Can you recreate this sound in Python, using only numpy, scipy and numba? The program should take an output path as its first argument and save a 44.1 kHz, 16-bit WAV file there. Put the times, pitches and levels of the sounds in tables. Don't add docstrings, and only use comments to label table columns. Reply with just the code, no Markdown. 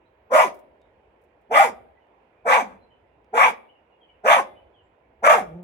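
import sys
import numpy as np
from scipy import signal
from scipy.fft import rfft, irfft, next_fast_len
from scipy.io import wavfile
from scipy.ndimage import uniform_filter1d, minimum_filter1d, map_coordinates
from numba import njit

SR = 44100
rng = np.random.default_rng(int(sys.argv[2]) if len(sys.argv) > 2 else 0)


def pcm_store(signal):
    levels = np.round(np.clip(np.atleast_2d(signal), -1, 1) * 32767)
    wavfile.write(sys.argv[1], SR, levels.astype(np.int16).T)


N = 248283

# freq_hz, density_db
MURMUR_SPECTRUM = [(15, -57.5), (25, -28), (59, 1.5), (169, -13), (247, -11.5), (360, -7.5), (459, -4),
                   (554, -5.5), (1000, -9), (1150, -18), (2500, -22), (3650, -38), (3960, -43.5),
                   (5470, -51.5), (15600, -55.5)]
# freq_hz, likeness (0-1)
PORT_LIKENESS = [(40, 0.92), (130, 1), (290, 0.92), (640, 0.45), (1400, 0)]
# freq_hz, left_minus_right_db
MURMUR_LEANING = [(60, -1), (180, -2.5), (550, 0), (1650, -8), (4970, -14.5), (15000, -2.5)]
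# time_s, level_db
RUMBLE_LEVEL = [(0.0, -68.5), (1.46, -72), (1.58, -60.5), (2.34, -78), (2.49, -65.5), (3.98, -73.5),
                (4.86, -62.5), (4.99, -75), (5.54, -56.5), (5.63, -71.5)]
# start_s, length_s, start_hz, end_hz, level_db
BIRD_CALLS = [(0.044, 0.034, 3770, 4140, -81), (0.785, 0.096, 3690, 3860, -85),
              (1.949, .05, 2016, 1927, -68.5), (1.977, 0.097, 2900, 2880, -76),
              (2.353, 0.082, 2440, 2408, -71.5), (2.794, 0.07, 4050, 3980, -76.5),
              (2.889, 0.069, 3110, 2940, -66.5), (3.676, .047, 2870, 3010, -67),
              (3.735, 0.065, 2874, 2830, -70), (3.898, 0.066, 2900, 2820, -67),
              (3.997, .065, 3405, 2927, -64.5), (4.063, .055, 3090, 3040, -66),
              (4.05, 0.092, 2250, 2220, -73.5), (4.135, .034, 2840, 2660, -71.5),
              (4.549, 0.05, 2845, 3180, -63.5), (4.721, 0.11, 3355, 2817, -65.5),
              (4.82, 0.064, 7310, 7540, -88), (5.02, .05, 2275, 2144, -76)]
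# start_s, length_s,
# left_minus_right_db (mouth open), low_hz, middle_hz, middle_db, throat_db, hiss_db, octave_db
BARKS = [(0.293, .225, 0.85, 650, 1021, 5.5, 0, 2.5, -1), (1.483, .245, 0.033, 723.7, 910, 0, -0.58, 0, -2),
         (2.438, .2, 1, 710, 930, 0, -0.89, -2, 1.5), (3.323, .22, 1.5, 718.3, 940, 1, 0, -1.5, 2),
         (4.221, .225, 0.5, 693.6, 960, -0.5, 0.096, 0, -1.07),
         (5.215, 0.22, 0.52, 690, 970, -4, 0.94, 1, -2)]
# time_s, pitch_hz, rasp_db, tone_db, mouth_opening (0-1)
BARK_EFFORT = [
    [(.293, 415, -45, -58, 0.1), (.311, 480, -31, -35.5, .6), (.34, 560.5, -21.5, -21, .8),
     (.396, 602, -23.5, -23, 0.92), (.42, 570.3, -23.5, -32.5, .85), (.458, 371.6, -30.5, -30, .51),
     (.49, 240.1, -40, -43.5, .35), (.52, 207.4, -45.5, -50.5, .51)],
    [(1.487, 265.9, -58, -67.5, 0.03), (1.518, 439.1, -27, -27.5, .55), (1.57, 604.2, -19, -23, 1),
     (1.62, 647.4, -22, -28, .85), (1.648, 531.4, -21, -28, .55), (1.67, 434.9, -28.5, -29.5, .45),
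     (1.704, 228.5, -40, -52.5, .35), (1.73, 205.1, -45.5, -51, 0.6)],
    [(2.44, 355.1, -39, -73, .2), (2.466, 457.2, -25, -25.5, 0.8), (2.492, 532.9, -22.5, -21.5, 1),
     (2.525, 523.3, -21, -25, .95), (2.577, 494.5, -21.5, -33, 0.5), (2.61, 339.3, -24, -39.5, .35),
     (2.64, 230.1, -43.5, -50, .35), (2.68, 200, -48.5, -67, 0.8), (2.8, 185, -63.5, -75, 0.88)],
    [(3.32, 340.8, -45, -44.5, .01), (3.346, 466.7, -23.5, -27, 0.6), (3.39, 555, -22, -29, .95),
     (3.44, 557, -21.5, -32, 0.94), (3.474, 479.4, -21.5, -31, .55), (3.495, 419.5, -25.5, -36.5, .45),
     (3.52, 265.3, -34.5, -48.5, .45), (3.54, 230.1, -41.5, -48.5, .6)],
    [(4.226, 309.8, -60, -56, .1), (4.245, 409, -29, -32, 0.5), (4.262, 474.3, -23, -24, 0.8),
     (4.308, 606.7, -20, -22, .9), (4.342, 655.2, -21, -29, .9), (4.395, 446.4, -24.5, -30.5, .45),
     (4.432, 211.2, -42.5, -59, .35), (4.45, 204.1, -53, -55, .3)],
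    [(5.215, 344.9, -60.5, -41, 0.3), (5.233, 479.9, -21, -35.5, .45), (5.25, 563.2, -17.5, -31, 1),
     (5.29, 591.1, -16, -16.5, .95), (5.325, 554.4, -22, -28, .95), (5.35, 475.3, -25.5, -30.5, .95),
     (5.39, 351.1, -26.5, -31.5, 0), (5.424, 196.4, -41.5, -35.5, .3), (5.45, 174.6, -57, -50, 0.3),
     (5.5, 157.9, -60, -44.5, .4), (5.55, 168.4, -66, -39, 0.28), (5.63, 182, -73, -40, .4)],
]
# share of the length, low and middle resonance (times the bark's own),
# high_hz, then middle_db, throat_db, hiss_db, octave_db (re the rasp)
BARK_COURSE = [(0, 1.2, 1.1, 1340, -13.5, -33, -45, -21.5), (.1, .95, 1, 1361, -16, -16, -27.5, -18),
               (.25, 0.94, 0.96, 1225, -8, -2, -18.5, -9), (.5, 1.07, 0.9, 1160, 2.5, 1.5, -17, -8),
               (.68, 1.04, .98, 1170, -2, -4, -20.5, -3.5), (.85, 1.13, 1.2, 1180, -5.5, -7, -19, -11.5),
               (1, 1.07, 0.98, 1160, -5, -7, -23.5, -16.5)]
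# freq_hz, width_hz, level_db
THROAT_RESONANCES = [(1409, 36, -5), (1600, 590, 2), (2075, 250, 1), (2309, 200, 0.5), (2610, 740, -8.5),
                     (3400, 490, -11)]
# freq_hz, level_db
HISS_SPECTRUM = [(2240, -41), (3800, -11), (4350, -18), (4900, -5), (5320, -5.5), (6550, -3), (7070, -6.5),
                 (10800, -8.5), (11400, -10.5), (14100, -21), (15600, -21.5)]
# freq_hz, left_minus_right_db
PORT_BALANCE = [(60, -1), (92, 0), (140, 1.5), (210, -1.5), (330, -1.5), (500, -3.5), (770, -0.5),
                (1170, 6.5), (1790, -2.5), (2740, -11), (4190, -0.5), (6410, 9.5), (9810, -1),
                (15000, -14.5)]
# freq_hz, t60_s
WALL_DECAY = [(200, 0.91), (800, 0.12), (2300, 0.13), (5000, 0.17), (12000, 0.054)]
# freq_hz, level_db (re the dry voice)
WALL_COLOUR = [(100, -29.5), (300, -16.5), (800, -8.5), (2500, -3), (6000, -3), (9000, 1.5), (14000, 4.5)]
# freq_hz, t60_s
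GARDEN_DECAY = [(200, 0.17), (800, 0.33), (2300, 0.41), (4000, 0.5), (6000, 0.25), (12000, 0.51)]
# start_s, level_db
GRASS_RUSTLES = [(.542, -47), (.566, -55), (.588, -52), (1.2133, -66), (1.236, -64), (1.4104, -69)]
# start_s, level_db
NEAR_TICKS = [(0.8166, -52), (2.0694, -62.5), (3.2446, -55.5)]

TOP_HZ = 15790
SHUT_DB, OPEN_DB = -25.5, 2
TREBLE_SHUT_DB = -4
CHEST_DB, CHEST_UNDER_DB = -39.5, 1.5
HUM_HZ, HUM_OCTAVE_DB = 230, -4
REST_PAN_DB = -1.35


def amp(db):
    return 10 ** (np.asarray(db) / 20)


def unit(x):
    return x / np.sqrt(np.mean(x ** 2) + 1e-20)


def along(points, hz):
    f, v = np.transpose(points)
    return np.interp(np.log(hz + 1), np.log(f + 1), v)


def curves(rows):
    s, *cols = np.transpose(rows)
    return [np.interp(np.arange(N) / SR, s, c) for c in cols]


def wobble(rate):
    knots = rng.standard_normal(int(N * rate / SR) + 4)
    return map_coordinates(knots, [np.arange(N) * rate / SR])


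def filtered(x, response):
    m = next_fast_len(N + SR // 2)
    return irfft(rfft(x, m) * response(np.fft.rfftfreq(m, 1 / SR)), m)[..., :N]


def patchy(x, depth_db):
    z = signal.stft(x, nperseg=512)[2]
    field = rng.standard_normal(z.shape[-2:])
    field = uniform_filter1d(uniform_filter1d(field, size=5, axis=0), size=10, axis=1)
    return signal.istft(z * amp(depth_db * unit(field)), nperseg=512)[1][..., :N]


@njit
def ring(x, turn, pole):
    y = np.zeros(len(x))
    for i in range(2, len(x)):
        y[i] = x[i] - x[i - 2] + 2 * pole * np.cos(turn[i]) * y[i - 1] - pole * pole * y[i - 2]
    return y


def resonance(x, hz, width_hz):
    turn = 2 * np.pi * hz / SR * np.ones(N)
    pole = np.exp(-np.pi * width_hz / SR)
    return unit(ring(ring(x, turn, pole), turn, pole))


def sounding(spans, rise, fall):
    t = np.arange(N) / SR
    return sum(np.clip(np.minimum((t - a) / rise, (b - t) / fall), 0, 1) ** 2 for a, b in spans)


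def traffic():
    rumble_db, = curves(RUMBLE_LEVEL)
    pair = patchy(rng.standard_normal((2, N)), depth_db=1.3)

    def mid_side(hz):
        angle = np.arccos(np.clip(along(PORT_LIKENESS, hz), -1, 1)) / 2
        return amp(along(MURMUR_SPECTRUM, hz)) * [np.cos(angle), np.sin(angle)]

    mid, side = filtered(pair, mid_side)
    ports_pair = np.array([mid + side, mid - side])
    wide = filtered(ports_pair, lambda hz: amp(np.outer([.5, -.5], along(MURMUR_LEANING, hz))))
    rumble = filtered(wide, lambda hz: hz < 130)
    murmur_db = -61.0 + .6 * wobble(4)
    rumble_db = rumble_db + 2.1 * wobble(7.6)
    return amp(murmur_db) * unit(wide - rumble) + amp(rumble_db) * unit(rumble)


def birds():
    out = np.zeros(N + SR)
    for s, length, start_hz, end_hz, db in BIRD_CALLS:
        n = int(length * SR)
        warble = 1 + 0.021 * wobble(200)[:n]
        phase = 2 * np.pi * np.cumsum(np.linspace(start_hz, end_hz, n) * warble) / SR
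        out[round(s * SR):][:n] += amp(db) * np.hanning(n) * np.sin(phase)
    return out[:N] * amp(4.0 * wobble(140))


def course():
    rows = []
    for s, length, pan_db, low_hz, middle_hz, *own_db in BARKS:
        for share, low, middle, high_hz, *shared_db in BARK_COURSE:
            levels_db = np.add(shared_db, own_db)
            rows.append((s + share * length, low * low_hz, middle * middle_hz, high_hz, *levels_db, pan_db))
    return curves(rows)


def folds(pitch, mouth_db, first_db, octave_db):
    unsteady = .015 + .035 * np.clip((mouth_db + 50) / 20, 0, 1)
    turn = 2 * np.pi * np.cumsum(pitch * (1 + unsteady * wobble(110))) / SR
    overtones = np.sin(2 * turn) + amp(-9.5) * np.sin(3 * turn)
    overtones = overtones + amp(-17.0) * np.sin(4 * turn) + amp(-18) * np.sin(5 * turn)
    octave = amp(octave_db + 3.7 * wobble(70)) * overtones
    voice = np.sqrt(2) * (amp(first_db + 2.5 * wobble(70)) * np.sin(turn) + octave)
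    alternation = amp(mouth_db + 9 + 3.8 * wobble(40)) * np.cos(turn / 2)
    return voice * (1 + alternation)


def breath(pitch, jitter=.1, air=.72):
    cycles = np.cumsum(pitch * (1 + jitter * wobble(220))) / SR
    opening = (.5 + .5 * np.cos(2 * np.pi * cycles)) ** 6
    puffs = unit(opening - uniform_filter1d(opening, size=200)) * amp(4.8 * wobble(250))
    breathy = unit((.5 + opening) * rng.standard_normal(N))
    return (1 - air) * unit(puffs) + air * breathy, breathy


def dog():
    low, middle, high, middle_db, throat_db, hiss_db, octave_db, _ = course()
    pitch, mouth_db, first_db, gape = curves(np.vstack(BARK_EFFORT))
    high_db = SHUT_DB + (OPEN_DB - SHUT_DB) * gape
    muffle_db = TREBLE_SHUT_DB * (1 - gape)
    throat_db, hiss_db = throat_db + muffle_db, hiss_db + muffle_db
    chest_db = np.minimum(CHEST_DB - mouth_db, -CHEST_UNDER_DB)
    octave_db = np.where(pitch < HUM_HZ, first_db + HUM_OCTAVE_DB, mouth_db + octave_db)
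    octave_db = uniform_filter1d(octave_db, size=441)

    source, breathy = breath(pitch)
    mouth = resonance(source, low, 150) - amp(middle_db) * resonance(source, middle, 150)
    palate = resonance(source, high, 220)
    throat = np.zeros(N)
    for k, (hz, width_hz, db) in enumerate(THROAT_RESONANCES):
        throat += (-1) ** k * amp(db + 3.0 * wobble(25)) * resonance(source, hz, width_hz)
    throat = unit(throat)
    hiss = unit(filtered(patchy(breathy, depth_db=3.0), lambda hz: amp(along(HISS_SPECTRUM, hz))))
    chest = resonance(source, 210, 95)
    tract = mouth + amp(high_db) * palate + amp(throat_db) * throat
    tract = tract + amp(hiss_db) * hiss + amp(chest_db) * chest

    barking = sounding([(v[0][0] - .006, v[-1][0]) for v in BARK_EFFORT], rise=.03, fall=.04)
    voiced = sounding([(v[0][0], v[-1][0] + .02) for v in BARK_EFFORT], rise=.015, fall=.02)
    voice = folds(pitch, mouth_db, first_db, octave_db)

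    def dip(f):
        return (310 ** 2 - f * f + 25j * f) / (310 ** 2 - f * f + 140j * f)

    return filtered(voice * voiced, dip) + amp(mouth_db) * tract * barking


def ports(x, lag=.00048, corner_hz=1120):
    def response(hz):
        lead = np.pi * hz * lag * (0.18 + .85 / (1 + (corner_hz / (hz + 1)) ** 6))
        side = np.array([[1], [-1]])
        return amp(side * along(PORT_BALANCE, hz) / 2) * np.exp(1j * side * lead)
    return filtered(np.array([x, x]), response)


def facing():
    gape = np.clip(curves(np.vstack(BARK_EFFORT))[-1], 0, 1)
    return REST_PAN_DB + (course()[-1] - REST_PAN_DB) * gape ** 2


def echoes(x, decays, wait):
    out = np.zeros((2, N + 2 * SR))
    edges = [0] + [round((b[0] - .05) * SR) for b in BARKS[1:]] + [N]
    for a, b in zip(edges, edges[1:]):
        hz, t, z = signal.stft(rng.standard_normal((2, SR)), SR, nperseg=256)
        decay = amp(-60 * t / along(decays, hz)[:, None])
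        tail = signal.istft(z * decay, SR, nperseg=256)[1]
        wet = signal.fftconvolve(x[None, a:b], tail / np.linalg.norm(tail[0]), axes=1)
        out[:, a + int(wait * SR):][:, :wet.shape[1]] += wet
    return out[:, :N]


def rustles():
    out, t = np.zeros((2, N + SR)), np.arange(SR // 5) / SR
    for s, db in GRASS_RUSTLES:
        envelope = amp(db - 6.5 - 60 * t / .07) * (1 - np.exp(-t / .002))
        out[:, round(s * SR):][:, :len(t)] += envelope * rng.standard_normal((2, len(t)))
    crackle = out[:, :N] * amp(1.5 * wobble(340))
    return filtered(crackle, lambda hz: (1j * hz / 3500 / (1 + 1j * hz / 3500)) ** 2)


def ticks():
    out, t = np.zeros(N + SR), np.arange(SR // 20) / SR
    for s, db in NEAR_TICKS:
        out[round(s * SR):][:len(t)] += amp(db - 60 * t / 0.018) * rng.standard_normal(len(t))
    return filtered(out[:N], lambda hz: 1.2 / (1 + 1j * hz / 2500) ** 2)


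def scene():
    voice, calls = dog(), birds()
    facing_db = facing()
    direct = ports(voice) * amp([facing_db / 2, -facing_db / 2])
    walls = filtered(echoes(voice, WALL_DECAY, wait=.004), lambda hz: amp(along(WALL_COLOUR, hz)))
    garden = amp(-23.5) * echoes(voice, GARDEN_DECAY, wait=0.039)
    near_ticks = ticks() * amp([[-3], [2]])
    far_birds = amp(1.0) * calls + amp(3) * echoes(calls, WALL_DECAY, wait=.004)
    far_birds = far_birds + amp(-5) * echoes(calls, GARDEN_DECAY, wait=.03)
    return traffic() + far_birds + direct + walls + garden + rustles() + near_ticks


def record(dry):
    needed = np.minimum(1, .97 / (np.abs(dry).max(axis=0) + 1e-9))
    gain = uniform_filter1d(minimum_filter1d(needed, size=441), size=221)
    return filtered(dry * gain, lambda hz: hz < TOP_HZ)


dry = scene()
out = record(dry)
pcm_store(out)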